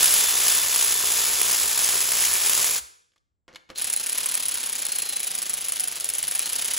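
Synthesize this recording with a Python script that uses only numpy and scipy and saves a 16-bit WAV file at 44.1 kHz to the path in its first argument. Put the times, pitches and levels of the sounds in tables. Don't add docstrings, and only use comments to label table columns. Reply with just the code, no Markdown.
import sys
import numpy as np
from scipy import signal
from scipy.fft import rfft, irfft, next_fast_len
from scipy.io import wavfile

SR = 44100
rng = np.random.default_rng(int(sys.argv[2]) if len(sys.argv) > 2 else 0)


def voltage_ratio(decibels):
    exponent = np.asarray(decibels, float) / 20
    return 10 ** exponent


def master_out(mix):
    frames = np.transpose(np.atleast_2d(mix))
    ceiling = np.clip(frames, -1, 1)
    pcm = np.round(ceiling * 32767).astype(np.int16)
    wavfile.write(sys.argv[1], SR, pcm)


N = 298998

# start_s, level_db
FAST_EFFORT = [(0, -20), (.1, -24.5), (.35, -25), (1.0, -26.5), (2.0, -26.5), (2.6, -25.5), (2.75, -27.5),
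               (2.788, -28.5), (2.8, -40.5)]
# start_s, level_db
SLOW_EFFORT = [(3.749, -62), (3.758, -41), (3.799, -34), (4.0, -37), (4.2, -33.5), (5.0, -36), (6.2, -37),
               (6.45, -34.5), (6.78, -32.5)]
# start_s, shaft_hz
SLOW_SHAFT = [(3.75, 104.05), (3.84, 274.28), (3.97, 200.28), (4.1, 249.23), (4.25, 262.64), (4.31, 259.48),
              (4.56, 241.33), (4.63, 240.08), (4.82, 214.68), (5.03, 209.26), (5.42, 185.17),
              (5.73, 191.46), (5.84, 184.56), (6.04, 157.33), (6.16, 150.71), (6.49, 214.46),
              (6.55, 237.57), (6.79, 235.45)]
# freq_hz, density_db_per_hz
FAST_HASH = [(40, -29), (62, -9), (110, -20), (250, -18), (450, -11), (1000, -7.5), (2000, -5.5),
             (3300, -2), (5000, -1), (7500, 1.5), (9300, 2.5), (10600, -2), (11800, 0), (15500, -7)]
SHAFT_PER_STROKE = 7.141


def evened(x):
    return x / np.sqrt(np.mean(x ** 2) + 1e-20)


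def read(points, hz):
    f, value = np.transpose(points)
    return np.interp(np.log(hz + 1), np.log(f + 1), value)


def curve(rows, column, off=-120):
    rows = np.array(rows)
    return np.interp(np.arange(N) / SR, rows[:, 0], rows[:, column], left=off, right=off)


def add(mix, start_s, sound):
    part = mix[max(round(start_s * SR), 0):][:len(sound)]
    part += sound[:len(part)]


def colour(x, points):
    log_gain = np.log(voltage_ratio(read(points, abs(np.fft.fftfreq(8192, 1 / SR)))))
    taps = np.fft.ifft(np.exp(log_gain - 1j * signal.hilbert(log_gain).imag)).real[:4096]
    return signal.oaconvolve(x, taps)[:len(x)]


def ring(x, hz, width_hz):
    return signal.lfilter(*signal.iirpeak(hz, hz / width_hz, SR), x)


def wobble(rate_hz, count=24):
    t, phases = np.arange(N) / SR, rng.random(count)
    rates = np.geomspace(rate_hz / 8, rate_hz, count)
    return evened(sum(np.sin(2 * np.pi * (f * t + p)) for f, p in zip(rates, phases)))


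def still_air():
    # freq_hz, density_db_per_hz
    quiet = [(30, -14), (62, 0), (90, -1), (130, -10), (250, -16), (1000, -30), (2000, -35), (9000, -55),
             (15500, -60)]
    quiet_db = -84
    noise = np.array([evened(colour(v, quiet)) for v in rng.standard_normal((2, N))])
    return noise * voltage_ratio([[quiet_db], [quiet_db - 12]])


def garage(x):
    # freq_hz, t60_s
    decay = [(100, .4), (300, .7), (800, .52), (1800, .57), (4600, .58), (8000, .51), (13000, .34)]
    echoes = np.zeros((4, SR))
    at = np.arange(200, SR - 20, 20) + rng.integers(0, 20, (len(echoes), (SR - 201) // 20))
    np.put_along_axis(echoes, at, rng.choice([-1., 1.], at.shape), 1)
    hz, t, z = signal.stft(echoes, SR, nperseg=256)
    tail = signal.istft(z * voltage_ratio(-60 * t / read(decay, hz)[:, None]), SR, nperseg=256)[1]
    sway = 2 * np.pi * 2 * np.arange(N) / SR
    fed = x * np.array([np.cos(sway), np.cos(sway), np.sin(sway), np.sin(sway)])
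    wet = signal.fftconvolve(fed, tail / np.linalg.norm(tail[0]), axes=1)[:, :N]
    return wet[:2] + wet[2:]


def socket():
    # start_s, peak_db, centre_hz, thump_db, t60_s
    hits = [(3.119, -63.5, 2900, -21, 0.024), (3.136, -66, 2600, -21, 0.026),
            (3.160, -58.5, 1500, -25, 0.05), (3.179, -59, 6300, -25, .03), (3.480, -40, 3480, -10, 0.013),
            (3.490, -51, 6000, -9, 0.015), (3.529, -50, 6000, -7, 0.016), (3.537, -46.5, 6000, -7, 0.0147),
            (3.547, -40.5, 5030, -13, 0.023), (3.558, -40, 3480, -34, 0.014),
            (3.558, -31.5, 2960, -36, 0.044), (3.691, -47.5, 2980, -18, 0.03),
            (3.701, -32.5, 1520, -9, 0.03), (3.712, -43.5, 1200, -6, 0.046)]
    # freq_hz, width_hz, level_db
    modes = [(1200, 200, -5), (2230, 140, -4), (3040, 200, -7), (3420, 200, -7), (4300, 250, -8)]
    # start_s, level_db
    scrape = [(3.48, -50), (3.51, -58.5), (3.545, -61), (3.58, -64), (3.685, -80), (3.695, -51),
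              (3.73, -54.5), (3.76, -73)]
    out, t = np.zeros(N), np.arange(3000) / SR
    plastic = np.sin(2 * np.pi * 520 * t)
    plastic += 0.72 * np.sin(2 * np.pi * 330 * t) + 0.23 * np.sin(2 * np.pi * 660 * t)
    for start_s, peak_db, hz, thump_db, t60_s in hits:
        spectrum = [(300, -12), (hz, 0), (9000, -12), (12500, -18), (14000, -28)]
        crack = evened(colour(rng.standard_normal(len(t)), spectrum))
        crack *= voltage_ratio(-5 - 60 * t / max(t60_s, .005))
        thump = plastic * voltage_ratio(thump_db - 60 * t / 0.086)
        add(out, start_s, voltage_ratio(peak_db) * (crack + thump))
    out += sum(voltage_ratio(db + 5.0) * ring(out, hz, width_hz) for hz, width_hz, db in modes)
    slide = colour(rng.standard_normal(N),
                   [(100, 0.0), (400, -1), (2000, -1), (6000, -16.0), (12000, -30.5), (13500, -46)])
    return out + voltage_ratio(curve(scrape, 1) + 1.5 * wobble(98)) * evened(slide)


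def effort_db():
    t = np.arange(N) / SR
    turn_s, bind_s, bind_db = 0.346, 0.15, 1
    bind = bind_db * np.cos(2 * np.pi * (t - bind_s) / turn_s)
    return np.maximum(curve(FAST_EFFORT, 1) + bind, curve(SLOW_EFFORT, 1))


def body_db():
    return np.where(np.arange(N) < 3.2 * SR, -10, -8)


def fast_turns():
    # start_s, strokes_done
    beat = [(.0149, 0), (.6027, 36), (1.3873, 84), (2.7641, 168)]
    s, done = np.transpose(beat)
    return np.interp(np.arange(N) / SR, np.r_[s[0] - .2, s, s[-1] + .2], np.r_[-12.2, done, 180.2])


def slow_turns():
    stroke_left = .49
    return np.cumsum(curve(SLOW_SHAFT, 1, off=0)) / SR / SHAFT_PER_STROKE - stroke_left


def motor():
    # shaft_multiple, level_db
    fast_orders = [(1, -33), (3, -31)]
    # shaft_multiple, level_db
    slow_orders = [(1, -30), (4, -23.5)]
    # shaft_multiple, level_db
    whine_orders = [(16, -11), (20, -3), (24, -12)]
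    # start_s, length_s, pitch_hz, level_db
    squeal = (3.754, .06, 4170, -40.5)
    case_hz, case_width_hz = 4090, 540
    flicker_db = 1.5
    t, fast_db, slow_db = np.arange(N) / SR, curve(FAST_EFFORT, 1), curve(SLOW_EFFORT, 1)

    shaft = 2 * np.pi * SHAFT_PER_STROKE * fast_turns() + .1 * wobble(30)
    fourth_db = -20 - 40 * np.maximum(t - 2.6, 0) + flicker_db * wobble(6)
    eighth_db = -12.5 - 5 * np.maximum(t - .9, 0) + flicker_db * wobble(6)
    lines = fast_orders + [(4, fourth_db), (8, eighth_db)]
    out = sum(voltage_ratio(fast_db + db + 2.5 * wobble(90)) * np.sin(k * shaft) for k, db in lines)

    shaft = 2 * np.pi * SHAFT_PER_STROKE * slow_turns()
    out += sum(voltage_ratio(slow_db + db + 3 * wobble(15)) * np.sin(k * shaft) for k, db in slow_orders)
    for k, db in whine_orders:
        near = 1 / (1 + (2 * (k * curve(SLOW_SHAFT, 1, off=0) - case_hz) / case_width_hz) ** 2)
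        out += near ** 2 * voltage_ratio(slow_db + db + 0.8 * wobble(50)) * np.sin(k * shaft + .3 * wobble(60))

    start_s, length_s, hz, db = squeal
    t = np.arange(0, length_s, 1 / SR)
    sing = evened(ring(rng.standard_normal(len(t)), hz, 150))
    add(out, start_s, voltage_ratio(db) * np.sin(np.pi * np.sqrt(t / length_s)) * sing)
    t = np.arange(4000) / SR
    add(out, 2.785, voltage_ratio(-53.5) * np.sin(2 * np.pi * 65 * t) * np.sin(np.pi * t / t[-1]) ** 2)
    return out


def thuds():
    # freq_hz, level_db
    frame = [(26, -53), (50, -9), (181, -13.5), (341, -8), (700, 2.5), (1300, -10), (1690, -35.5),
             (2860, -120)]
    train, t = np.zeros(N), np.arange(500) / SR
    fast_strokes = np.diff(np.floor(fast_turns() - .5 + .006 * wobble(60, count=6)))
    train[1:] = fast_strokes * (np.arange(1, N) < 2.79 * SR)
    train[1:] += 0.16 * np.diff(np.floor(slow_turns()))
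    train *= voltage_ratio(3 * rng.standard_normal(N) + wobble(10))
    shape = rng.standard_normal(len(t)) * voltage_ratio(-60 * t / 0.025)
    jolt = colour(signal.oaconvolve(train, shape)[:N], frame)
    return voltage_ratio(effort_db() + body_db() - 12.0) * evened(jolt)


def gears():
    # freq_hz, density_db_per_hz
    slow_hash = [(40, -42), (62, -16.5), (110, -22.5), (250, -18.5), (450, -14.5), (1000, -14.5),
                 (2000, -8.5), (3300, -4.5), (5000, -6.5), (7500, -8), (9300, -10.5), (10600, -6),
                 (11800, -12.5), (15500, -16)]
    slack_db, slack_at = 2.5, .8
    contacts_per_s = 9000
    size = voltage_ratio(2.03 * np.minimum(rng.exponential(1, N), 5)) * (rng.random(N) < contacts_per_s / SR)
    teeth = size * rng.standard_normal(N) * voltage_ratio(0.5 * wobble(90))
    teeth *= voltage_ratio(-slack_db * np.cos(2 * np.pi * (slow_turns() - slack_at)))
    fast = evened(colour(teeth, FAST_HASH))
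    slow = voltage_ratio(-1.0) * evened(colour(teeth, slow_hash))
    mesh = np.where(np.arange(N) > 3.2 * SR, slow, fast)
    low = signal.sosfilt(signal.butter(2, 1400, fs=SR, output="sos"), mesh)
    return voltage_ratio(effort_db() + 2.0) * (mesh - low + voltage_ratio(body_db() + 10) * low)


def blows():
    # stroke_share, level_db, spread_db
    fast_parts = [(.51, -6, -2), (.64, -6, 5), (.7, -12, -6.5), (.9, -1.5, -1), (1.171, -10, 4.5)]
    # stroke_share, level_db, spread_db, slip_share
    slow_parts = [(0, -2, 1.2, .008), (.17, -2, 2, .03), (.29, -5.5, 2.5, .05), (.42, -11, 4, .04),
                  (.718, -21, 6, .035), (.85, -16, 5, .035)]
    # start_s, extra_db
    hard = [(3.90, 4), (3.929, 5), (4.176, 5), (4.341, 8), (4.541, 5), (4.753, 5), (4.985, 8), (5.02, 6),
            (5.23, 2), (5.27, 6), (5.495, 6), (5.684, 3), (5.721, 5), (5.759, 5), (5.797, 8), (6.043, 2),
            (6.089, 2), (6.136, 0), (6.182, 5), (6.311, 4), (6.35, 5), (6.457, 4)]
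    knock_base_db, follow = -26, 0.51
    t, effort, rows = np.arange(N) / SR, effort_db(), []
    start = np.interp(np.arange(-2, 169), fast_turns(), t)
    for share, db, spread_db in fast_parts:
        slip, size = rng.standard_normal((len(start), 2)).T
        at = start + (share + .02 * slip) * np.gradient(start)
        rows += zip(at, np.interp(at, t, effort) + 8 + db + spread_db * size)

    start = t[1:][np.diff(np.floor(slow_turns())) > 0]
    usual_db = np.median(SLOW_EFFORT, axis=0)[1]
    knock_db = knock_base_db + follow * (np.interp(start, t, effort) - usual_db)
    for s, extra_db in hard:
        rows.append((s, knock_db[abs(start - s).argmin()] + extra_db - 5.5))
    for share, db, spread_db, play in slow_parts:
        slip, size = rng.standard_normal((len(start), 2)).T
        at = start + (share + play * slip) * np.gradient(start)
        rows += zip(at, knock_db + db + spread_db * size)
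    return [row for row in rows if .004 <= row[0] < 2.785 or row[0] > 3]


def knocks():
    # freq_hz, width_hz, level_db
    steel_modes = [(2440, 430, -17), (3000, 730, -13.5), (3900, 190, -36), (5210, 250, -5.5),
                   (6710, 640, -9), (7370, 490, -10), (9240, 667, 10.5), (10200, 210, -2),
                   (13400, 1400, -12.5)]
    fast_change_db = [0, 0, 0, 0, 0, 0, -7, 0, -2]
    drive, t = np.zeros((5, N)), np.arange(700) / SR
    for s, db in blows():
        place = drive[rng.integers(len(drive))]
        envelope = voltage_ratio(db - 60 * t / .021) * np.minimum(t / .0006, 1)
        add(place, s, envelope * rng.standard_normal(len(t)))
    place_db = 1.9 * rng.standard_normal((len(steel_modes), len(drive)))
    in_fast_run = np.arange(N) < 3 * SR
    steel = np.zeros(N)
    for (hz, width_hz, db), gain_db, less_db in zip(steel_modes, place_db, fast_change_db):
        steel += voltage_ratio(db + 10.0 + less_db * in_fast_run) * ring(voltage_ratio(gain_db) @ drive, hz, width_hz)
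    return steel + voltage_ratio(-7) * colour(drive.sum(0), FAST_HASH)


def scene():
    near = knocks() + gears() + thuds() + motor() + socket()
    common, apart = voltage_ratio(-15.5) * garage(near)
    return np.array([near + common, apart]) + still_air()


def roll_off(x):
    return signal.sosfilt(signal.butter(12, 17070, fs=SR, output="sos"), x)


def record(dry):
    # freq_hz, lag_half_turns
    left_lag = [(0, 0), (7400, 0), (7700, .3), (8850, .97), (9120, 1.03), (10900, 1.97), (11500, 2.05),
                (11750, 2.3), (13000, 2.97), (13500, 3.03), (14500, 3.7), (15200, 4)]
    # freq_hz, level_db
    unlike = [(100, 11), (250, 7), (700, 4), (1400, 12), (1900, 5), (2400, -5), (6800, -14), (7800, 4),
              (15000, 8)]
    # freq_hz, level_db
    balance = [(60, 0), (140, -1), (330, -4), (500, -2), (770, 1.5), (1800, 1), (2500, 0), (15000, 0)]
    edge_hz = 15800
    size = next_fast_len(N + 4096)
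    hz, (common, apart) = np.fft.rfftfreq(size, 1 / SR), rfft(dry, size)
    lag = np.pi * np.interp(hz, *np.transpose(left_lag))
    apart = apart * voltage_ratio(read(unlike, hz)) * np.where(lag > 0, np.sin(lag), 1)
    turn = np.exp(-.5j * lag) * voltage_ratio(read(balance, hz) / 2)
    channels = np.array([common * turn + apart, common / turn - apart])
    band = 1 / (1 + (hz / edge_hz) ** 300)
    return roll_off(irfft(channels * band, size)[:, :N])


dry = scene()
out = record(dry)
master_out(out)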